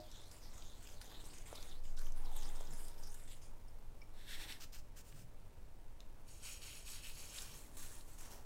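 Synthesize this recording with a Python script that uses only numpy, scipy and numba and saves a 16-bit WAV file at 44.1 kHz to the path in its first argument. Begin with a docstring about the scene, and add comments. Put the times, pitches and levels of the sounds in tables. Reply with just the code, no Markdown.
"""A quiet tiled bathroom, heard close up on a clip-on microphone.
Fingertips rub a gritty scrub in circles over a cheek, scoop more from a small glass bowl, then rub the
brow. Grains slip and tick under the fingers; the air pocket between hand and face colours them as it
opens and closes. The tiles return short reflections, and a faint hum and a low rumble lie behind."""
import sys
import numpy as np
from scipy import signal
from scipy.fft import rfft, irfft
from scipy.io import wavfile
from numba import njit

SR = 44100
rng = np.random.default_rng(int(sys.argv[2]) if len(sys.argv) > 2 else 0)


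def master_out(mix):
    """Clip the mix to full scale and print it as 16-bit PCM to the path in sys.argv[1]."""
    frames = np.transpose(np.atleast_2d(mix))
    ceiling = np.clip(frames, -1, 1)
    pcm = np.round(ceiling * 32767).astype(np.int16)
    wavfile.write(sys.argv[1], SR, pcm)


N = 372644
TIME = np.arange(N) / SR

# strokes on cheek and temple, up and back with each circle: (time [s], length [s], level [dB], pitch [Hz])
CHEEK_STROKES = [(0.0, 0.11, -69.5, 4430), (.1, 0.19, -65.5, 6200), (.31, 0.11, -63.5, 7500),
                 (.42, 0.11, -67, 5000), (.53, 0.064, -62, 7200), (.625, 0.24, -69, 6660),
                 (.822, 0.026, -61, 7950), (.865, 0.068, -61.5, 5660), (1.01, 0.047, -61.5, 6500),
                 (1.09, 0.18, -68.5, 3250), (1.24, 0.13, -63, 7500), (1.33, 0.085, -62.5, 6150),
                 (1.455, 0.084, -60.5, 6900), (1.545, 0.077, -61.5, 4100), (1.63, 0.096, -63, 8000),
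                 (1.7, 0.036, -76, 3600), (1.835, 0.06, -64, 7200), (1.965, 0.11, -62, 5730),
                 (2.16, 0.037, -63.5, 9800), (2.24, 0.1, -72, 3800), (2.325, .04, -60.5, 8800),
                 (2.364, 0.027, -54, 7500), (2.42, 0.07, -57.5, 5100), (2.48, 0.088, -65, 8700),
                 (2.59, 0.094, -67, 7350), (2.705, 0.087, -61.5, 7400), (2.79, 0.12, -60, 9600),
                 (2.975, 0.041, -64.5, 8400), (3.03, 0.09, -61.5, 5960), (3.14, 0.11, -62, 9100),
                 (3.275, 0.067, -61.5, 7550), (3.415, 0.053, -67, 6750)]
# the thin layer of grit, close to the microphone: (frequency [Hz], gain [dB])
CHEEK_SPECTRUM = [(900, -3.5), (1500, 1.5), (2400, -1.5), (3600, 0.5), (4400, -5.5), (5000, 2.5),
                  (5600, -4), (7200, -0.5), (9200, 2.5), (11300, -4.5), (13000, -4), (15700, -21)]
# turns of the circling hand, where the gap under the fingers is deepest: (time [s], ring level [dB])
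HAND_TURNS = [(-.35, -80), (.14, -64), (.66, -67.5), (1.12, -64), (1.67, -67.5), (2.02, -85), (2.33, -68),
              (2.6, -67.5), (3.1, -89), (3.5, -105)]
GAP_HZ, GAP_RISE_OCTAVES, GAP_OPEN_DB, GAP_LAG_S = 3640, 0.48, -7.5, 0.032
GAP_UPPER_RATIO, GAP_UPPER_DB = 1.87, -8.5
FIZZ_HZ, FIZZ_DB, FIZZ_FADE_S = 13100, -5.5, 1.5


def cheek():
    """A thin, moist layer of scrub: fine grains scratch, and the finger gap glides with each circle."""
    pressure = strokes(CHEEK_STROKES, attack_share=0.028, sag_db_per_s=16.5, release_s=0.032)
    scratch_hz = glide(CHEEK_STROKES) * np.exp(.075 * walk(38))
    grains = contacts(rate=3200, spread_db=5.0, judder_db=5.5, smear=0.12, shift_db=5.5, own=0.74)
    trapped = grit(rate=4100, spread_db=6.0, judder_db=1.5, smear=0.69)
    scratch = steep_pocket(trapped, scratch_hz, share=.27) * undb(2.5 * walk(90))
    turn_s, turn_db = np.transpose(HAND_TURNS)

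    def opening(lag_s):
        """0 at each turn of the hand and 1 midway, delayed by lag_s."""
        return np.sin(np.pi * np.interp(TIME - lag_s, turn_s, np.arange(len(turn_s)))) ** 2

    # loose grains fizz on the way back, before each turn, and fade as the layer wears thin
    fizz = steep_pocket(grains, FIZZ_HZ, share=.2) * opening(.12) * np.exp(-TIME / FIZZ_FADE_S)
    rub = unit(colour(grains, CHEEK_SPECTRUM) + undb(-3) * scratch + undb(FIZZ_DB) * fizz)
    # the gap rings lowest at a turn and rises in between
    gap_hz = GAP_HZ * 2 ** (GAP_RISE_OCTAVES * opening(0) ** 2 + .05 * walk(70))
    lower = steep_pocket(trapped, gap_hz, share=.25) * undb(1.5 * walk(60))
    upper = steep_pocket(trapped, GAP_UPPER_RATIO * gap_hz, share=.25) * undb(1.5 * walk(60))
    gap_db = np.interp(TIME, turn_s, turn_db) + GAP_OPEN_DB * np.sqrt(opening(GAP_LAG_S))
    return rub * pressure + (lower + undb(GAP_UPPER_DB) * upper) * undb(gap_db)


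# strokes on the brow: (time [s], length [s], level [dB], air pocket [Hz], attack share [0-1])
BROW_STROKES = [(6.258, 0.16, -62.5, 5950, 0.2), (6.408, 0.12, -49.5, 5400, 0.38),
                (6.6, 0.19, -52, 3980, 0.17), (6.845, 0.12, -51, 5100, 0.31),
                (7.015, 0.072, -51.5, 3330, 0.45), (7.115, 0.3, -53.5, 5300, 0.27),
                (7.32, 0.11, -52.5, 5400, 0.3), (7.47, 0.079, -58, 4400, 0.1),
                (7.53, 0.11, -61.5, 8200, 0.2), (7.7, 0.072, -63, 8000, 0.9),
                (7.768, 0.1, -55.5, 7240, 0.02), (7.87, 0.1, -58.5, 8100, 0.6),
                (8.05, 0.096, -65, 8000, .4), (8.175, 0.08, -58.5, 6100, 0.15), (8.3, 0.02, -59, 5500, .5)]
# the fresh grit under a flat hand: (frequency [Hz], gain [dB])
BROW_SPECTRUM = [(700, -20), (1500, -10), (2600, -17), (4000, -12.5), (5800, -17), (7200, -13),
                 (10200, -11.5), (11500, -19), (13000, -17), (15700, -23)]
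# how far the hand is cupped over the brow: (time [s], share [0-1])
HAND_CUPPING = [(6.25, 0.92), (6.95, 0.83), (7.35, 0.68), (7.8, 0.35), (8.45, 0.38)]
# resonances of the cupped hand: (frequency [Hz], width [Hz], gain [dB])
HAND_MODES = [(2530, 760, 7.5), (3180, 1500, 6), (4740, 1900, 2), (5600, 900, 4.5), (6800, 1600, 7),
              (8130, 1000, 7.5), (9830, 3000, 4.5), (12600, 6900, 1)]
# pitches that cancel inside the cupped hand: (frequency [Hz], width [Hz])
HAND_NULLS = [(3520, 320), (5080, 380), (5970, 420), (7450, 420)]


def brow():
    """A thick fresh layer: dense grains ring the cupped hand, which flattens as it moves outward."""
    attack_shares = np.array(BROW_STROKES)[:, 4]
    pressure = strokes(BROW_STROKES, attack_shares, sag_db_per_s=23, release_s=0.064)
    pocket_hz = glide(BROW_STROKES)
    cupped = follow(HAND_CUPPING)
    sink = .09 * np.clip(TIME - 6.55, 0, 1) + .006 * walk(12)

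    def sunk(hz):
        """The high resonances sink as the hand slides outward; the low ones stay."""
        return hz * np.exp(-sink * np.clip(hz / 2000 - 3.1, 0, 1))

    hollow = 0
    for hz, width, mode_db in HAND_MODES:
        slips = grit(rate=6000, spread_db=6.0, judder_db=2.5, smear=0.38)
        favour_db = -5 * np.abs(np.log2(hz / pocket_hz))  # the pocket favours the nearest resonances
        hollow += undb(mode_db + favour_db) * resonate_twice(slips, sunk(hz), width)
    grains = contacts(rate=5000, spread_db=10.0, judder_db=2.0, smear=0.45, shift_db=1.5, own=0.61)
    gap = steep_pocket(grains, pocket_hz, share=.8)
    flat = unit(colour(grains, BROW_SPECTRUM) + undb(-12.5) * gap)
    rub = np.sqrt(cupped) * unit(hollow) + np.sqrt(1 - cupped) * flat
    for hz, width in HAND_NULLS:
        rub = rub - .85 * cupped * resonate(rub, sunk(hz), width)
    return unit(rub) * pressure


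# pushes through the paste in the bowl, within reach of the microphone: (time [s], length [s], level [dB])
DIG_STROKES = [(4.12, 0.16, -63.5), (4.255, 0.1, -50.5), (4.365, 0.075, -52), (4.465, 0.053, -51)]
# the crunch of the deep paste: (frequency [Hz], gain [dB])
DIG_SPECTRUM = [(600, -36), (1150, -18.5), (1850, -3), (2500, -10), (3700, -4), (4300, -7.5), (4900, -13.5),
                (5500, -9.5), (6400, -17.5), (8200, -12.5), (10500, -19), (12800, -19), (15700, -28)]
# wipes on the bowl and between the fingertips: (time [s], length [s], level [dB], air pocket [Hz])
WIPE_STROKES = [(4.599, 0.056, -53.5, 4600), (4.722, 0.052, -55.5, 5060), (4.771, 0.035, -62, 6300),
                (4.958, 0.063, -58.5, 7100), (5.038, 0.1, -65, 8000), (5.133, 0.11, -64.5, 7940)]
# the smeared paste: (frequency [Hz], gain [dB])
WIPE_SPECTRUM = [(900, -8), (1600, 0), (2100, -6), (2800, 1), (3900, -7), (5200, -1.5), (8500, -6.5),
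                 (11500, -13), (14000, -2.5), (15700, -10.5)]


def bowl():
    """Fingers plough through the wet paste, then wipe it off in short strokes."""
    pressure = strokes(DIG_STROKES, attack_share=0.59, sag_db_per_s=16, release_s=0.034)
    crunch = contacts(rate=5400, spread_db=1.5, judder_db=1.0, smear=0.37, shift_db=0.0, own=0.92)
    out = colour(crunch, DIG_SPECTRUM) * pressure
    grains = grit(rate=6300, spread_db=4.0, judder_db=1.0, smear=0.51)
    paste = colour(grains, WIPE_SPECTRUM)
    for s, length, db, hz in WIPE_STROKES:
        wipe = unit(paste + undb(-5.0) * pocket(grains, hz, share=0.47))
        out += swell(s, length) ** 0.64 * undb(db) * wipe
    return out


# single coarse grains catching and crumbling: (time [s], peak [dB], pitch [Hz], decay [s])
GRAIN_TICKS = [(.1161, -48, 6280, .002), (.3152, -47.5, 5600, 0.0022), (.6235, -47.5, 3680, 0.002),
               (1.0156, -43, 3380, 0.0011), (1.3845, -46, 6500, 0.0029), (1.557, -43, 4630, 0.005),
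               (1.6277, -43, 3980, 0.0016), (1.9754, -48, 3800, 0.003), (1.9934, -46, 4260, 0.0027),
               (2.0672, -51.5, 3170, 0.0025), (2.1221, -47, 6400, 0.0013), (2.259, -48.5, 4830, 0.0011),
               (2.4319, -43, 5000, 0.0016), (2.6095, -46, 7000, 0.0046), (2.8838, -44.5, 9000, 0.0013),
               (3.1443, -44, 8500, 0.0021), (4.5235, -40, 3460, 0.0013), (5.1258, -53, 2590, 0.0022),
               (6.0052, -44.5, 3930, 0.00094), (7.3846, -38, 3800, 0.0035), (7.422, -39, 7400, 0.003),
               (7.7765, -46, 8550, 0.0028), (8.0102, -50, 4480, .002)]
# soft pats of a fingertip on skin: (time [s], peak [dB], pitch [Hz], decay [s])
FINGER_PATS = [(1.5285, -39, 550, 0.00033), (2.6085, -42, 560, 0.0003)]


def snaps(table, share, ring_db):
    """Each tick is a broad, short burst with a quick rise and a slightly slower fall."""
    out, peak = np.zeros(N), 512
    t = TIME[:2048] - TIME[peak]
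    for s, db, hz, decay_s in table:
        envelope = np.exp(-np.maximum(t, -t / .6) / decay_s)
        burst = rng.standard_normal(len(t)) * envelope
        burst[peak] += .002 / decay_s  # a sharp click at the peak
        # a broad band, with a trace of the pocket under the finger
        snap = resonate(burst, hz, 2 * hz) + undb(ring_db) * resonate(burst, hz, share * hz)
        snap = resonate(snap, hz, 0.84 * hz)  # soft skin rounds the edge
        add(out, s + t[0], undb(db) * snap / np.abs(snap).max())
    return out


# a nail on the bowl: (time [s], peak [dB], tilt [dB/octave], ring time left by the holding hand [0-1])
NAIL_TOUCHES = [(2.2457, -57, 12, 0.5), (2.557, -51, 23, .35), (3.68, -59.5, 28, 0.4),
                (4.014, -52.5, -8.5, .7)]
# modes of the small glass bowl: (frequency [Hz], level [dB], t60 [s])
GLASS_MODES = [(2296, -6, 0.088), (5200, -7, 0.09), (5380, 3, 0.028), (8770, -12, 0.018)]


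def clinks():
    """A nail grazes the glass and rings its modes, damped by the hand that holds it."""
    out, t = np.zeros(N), TIME[:1024]
    for s, db, tilt, free in NAIL_TOUCHES:
        modes = [(hz, level + tilt * np.log2(hz / 1000), free * t60) for hz, level, t60 in GLASS_MODES]
        graze = rng.standard_normal(len(t)) * t * np.exp(-t / .0035)
        glass = signal.fftconvolve(graze, ring(modes))
        add(out, s, undb(db) * glass / np.abs(glass).max())
    return out


# the dull drag of the skin, underneath the grit: (time [s], level before trim [dB])
SKIN_DRAG = [(0.0, -65.5), (.95, -63.5), (1.1, -60.5), (1.42, -65), (1.55, -59), (1.84, -66), (2.15, -61.5),
             (2.27, -57.5), (2.9, -60.5), (3.25, -67), (4.25, -66), (4.45, -59.5), (4.7, -68.5),
             (7.1, -66.5), (7.4, -62.5), (8.15, -65.5), (8.33, -57.5), (8.45, -65.5)]
SKIN_TRIM_DB, PALM_HZ = -2.5, 827


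def skin():
    """The soft low rustle of skin dragged along; the palm over the eye makes it hollow."""
    slips = grit(rate=1500, spread_db=3.0, judder_db=0.5, smear=0.58)
    spectrum = [(160, -3.5), (300, 0), (600, -1.5), (900, -2.5), (1200, -7), (2000, -13), (4000, -18.5)]
    rustle = colour(slips, spectrum)
    hollow = steep_pocket(slips, PALM_HZ, share=0.3)
    over_eye = follow([(2.15, 0.078), (2.25, 0.39), (2.55, 0.19), (3.0, 0.095)])
    return ((1 - over_eye / 2) * rustle + over_eye * hollow) * undb(follow(SKIN_DRAG) + SKIN_TRIM_DB)


# hand and arm moving near the microphone: (time [s], length [s], level [dB], pitch [Hz])
ARM_THUDS = [(1.06, 0.44, -69, 315), (2.667, 0.13, -61, 132), (2.686, 0.097, -64, 213),
             (5.08, 0.25, -58.5, 133), (7.41, 0.21, -62, 129), (7.427, 0.78, -71.5, 286)]


def thuds():
    """Flesh and sleeve shift with a muffled bump."""
    out, push = np.zeros(N), rng.standard_normal(N)
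    for s, length, db, hz in ARM_THUDS:
        out += swell(s, length) * undb(db) * unit(resonate_twice(push, hz, .5 * hz))
    return out


# a faint hollow ring: (frequency [Hz], level [dB], undamped t60 [s])
HOLLOW_MODES = [(614, -52, 0.51), (712, -59, 0.42), (335, -47.5, 0.037)]
HOLLOW_DAMP_S = 0.077


def hollow_ring():
    """A few low modes sound at the very start and are soon damped."""
    out = np.zeros(N)
    add(out, 0, ring(HOLLOW_MODES))
    return out / (1 + (TIME / HOLLOW_DAMP_S) ** 8)


def tiles(x, t60, wet_db):
    """Dense, short reflections from the bathroom walls reach the microphone just after the direct sound."""
    t = TIME[:SR // 2]
    tail = rng.standard_normal(len(t)) * np.exp(-np.log(1000) * t / t60) * (t > .004)
    return x + undb(wet_db) * signal.fftconvolve(x, tail / np.linalg.norm(tail))[:N]


# room tone of the still bathroom: (frequency [Hz], gain [dB])
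ROOM_SPECTRUM = [(12, -31.5), (20, -6), (70, -15.5), (101, -18), (191, -28), (232, -29), (404, -33),
                 (614, -32.5), (725, -39), (1070, -45.5), (2540, -46.5), (3080, -49), (7520, -54),
                 (8880, -52), (15500, -86)]
# steady hum in the background: (frequency [Hz], level [dB])
HUM_TONES = [(99.4, -74), (920, -86.5)]
ROOM_DB, RUMBLE_DB = -60, -49.5
THROB_HZ, THROB_START_S, THROB_RISE_S, THROB_FADE_DB_PER_S = 14.2, 1.65, 0.51, 11.5


def background():
    """Room hiss and rumble, a wavering hum, and a barely audible throb that swells and dies away."""
    air = colour(rng.standard_normal(N), ROOM_SPECTRUM, size=8192) * undb(ROOM_DB)
    hum = sum(undb(db) * tone(hz, phase=0.67 * walk(20)) for hz, db in HUM_TONES)
    rumble = undb(RUMBLE_DB) * unit(resonate_twice(rng.standard_normal(N), hz=10, width=12.6))
    age = np.maximum(TIME - THROB_START_S, 0)
    throb = tone(THROB_HZ) * np.minimum(age / THROB_RISE_S, 1) * undb(-26 - THROB_FADE_DB_PER_S * age)
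    return air + hum + throb + rumble


def grit(rate, spread_db, judder_db, smear):
    """Tiny uneven slips, `rate` a second, bunched by the sticking skin, over the hiss of the paste."""
    size = undb(spread_db * np.minimum(rng.exponential(size=N), 4))
    slips = (rng.random(N) < rate / SR) * size * rng.choice([-1, 1], N)
    hiss = smear * rng.standard_normal(N)
    return unit((unit(slips) + hiss) * undb(judder_db * walk(110)))


def contacts(rate, spread_db, judder_db, smear, shift_db, own):
    """Small contact patches, each with its own pitch, take and lose the load as the fingers slide."""
    shared, out = grit(rate, spread_db, judder_db, smear), 0
    for hz in np.geomspace(1200, 15000, 13):
        slips = shared + own * grit(rate, spread_db, judder_db, smear)
        centre = hz * np.exp(.035 * walk(7))
        band = unit(resonate_twice(slips, centre, 0.37 * hz))
        load = undb(shift_db * np.clip(walk(13), -1.7, 1.7))
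        out += band * np.sqrt(hz) * load
    return unit(out)


def strokes(table, attack_share, sag_db_per_s, release_s):
    """Finger pressure as a gain: short strokes bite and long ones swell, then each sags and lets go."""
    power = 0
    for (s, length, db, *_), share in zip(table, np.broadcast_to(attack_share, len(table))):
        age = np.maximum(TIME - s, 0)
        rise = np.minimum(age / (share * length), 1)
        fall = np.exp(-np.maximum(age - length, 0) / release_s)
        power += (rise * undb(db - sag_db_per_s * age) * fall) ** 2
    return np.sqrt(power)


def glide(table):
    """The resonance under the fingers eases from one stroke's pitch to the next, middle to middle."""
    s, length, _, hz, *_ = np.transpose(table)
    count = np.arange(len(s))
    place = np.interp(TIME, s + length / 2, count)
    eased = place - np.sin(2 * np.pi * place) / (2 * np.pi)
    return np.exp(np.interp(eased, count, np.log(hz)))


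def pocket(x, hz, share):
    """The air pocket under the fingers; its width is a share of its pitch."""
    return unit(resonate(x, hz, share * hz) / np.sqrt(hz))


def steep_pocket(x, hz, share):
    """Two passes through the air pocket, for a clearer pitch."""
    return pocket(pocket(x, hz, share), hz, share)


def ring(modes):
    """Fading sines of a struck object."""
    t = TIME[:SR // 2]
    return sum(undb(db) * np.sin(2 * np.pi * hz * t) * np.exp(-np.log(1000) * t / t60)
               for hz, db, t60 in modes)


def resonate(x, hz, width):
    """One resonance, still or moving, with centre and width in Hz."""
    ones = np.ones(len(x))
    return svf(x, np.clip(hz, 10, SR * .45) * ones, np.abs(width) * ones)


def resonate_twice(x, hz, width):
    """The same resonance twice, for steeper sides."""
    return resonate(resonate(x, hz, width), hz, width)


@njit
def svf(x, hz, width):
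    """State-variable band-pass whose centre and width may move."""
    y, band_state, low_state = np.empty(len(x)), 0., 0.
    for i in range(len(x)):
        g, damping = np.tan(np.pi * hz[i] / SR), width[i] / hz[i]
        band = (band_state + g * (x[i] - low_state)) / (1 + g * (g + damping))
        band_state = 2 * band - band_state
        low_state += 2 * g * band
        y[i] = damping * band
    return y


def colour(x, points, size=1024):
    """Causal filter through (frequency [Hz], gain [dB]) points; rms 1."""
    hz, db = np.transpose(points)
    f = np.arange(size // 2 + 1) * SR / size + 1
    gain = undb(np.interp(np.log(f), np.log(hz), db))
    gain /= np.sqrt(1 + (hz[0] / 2 / f) ** 4)  # roll off below the lowest point
    cepstrum = irfft(np.log(gain))
    cepstrum[1:size // 2] *= 2  # fold to minimum phase
    cepstrum[size // 2 + 1:] = 0
    impulse = irfft(np.exp(rfft(cepstrum)))
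    return unit(signal.fftconvolve(x, impulse)[:N])


def swell(s, length):
    """A half-sine rise and fall from time s."""
    return np.sin(np.pi * np.clip((TIME - s) / length, 0, 1)).clip(0)


def tone(hz, phase=0):
    """A sine of rms 1."""
    return np.sqrt(2) * np.sin(2 * np.pi * hz * TIME + phase)


def walk(rate):
    """Random wander with a spread near 1 and `rate` new values a second."""
    return np.interp(TIME * rate, np.arange(4096), rng.standard_normal(4096))


def follow(table):
    """A curve through (time [s], value) points, sample by sample."""
    return np.interp(TIME, *np.transpose(table))


def add(out, s, sound):
    """Mix a sound in at time s."""
    i = max(int(s * SR), 0)
    out[i:i + len(sound)] += sound[:N - i]


def undb(db):
    """Decibels to gain."""
    return 10 ** (np.asarray(db) / 20)


def unit(x):
    """Scale to rms 1."""
    return x / np.sqrt(np.mean(x ** 2))


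def scene():
    """The hands close by, the tiled walls around them and the room tone behind, in mono."""
    ticks = snaps(GRAIN_TICKS, share=.18, ring_db=-3)
    pats = snaps(FINGER_PATS, share=.4, ring_db=0)
    close = cheek() + bowl() + brow() + skin() + thuds() + ticks + pats + clinks() + hollow_ring()
    return (tiles(close, t60=0.25, wet_db=-9.0) + background())[None]


TOP_HZ = 15750


def record(dry):
    return signal.sosfilt(signal.ellip(10, .1, 70, TOP_HZ, fs=SR, output="sos"), dry)


dry = scene()
out = record(dry)
master_out(out)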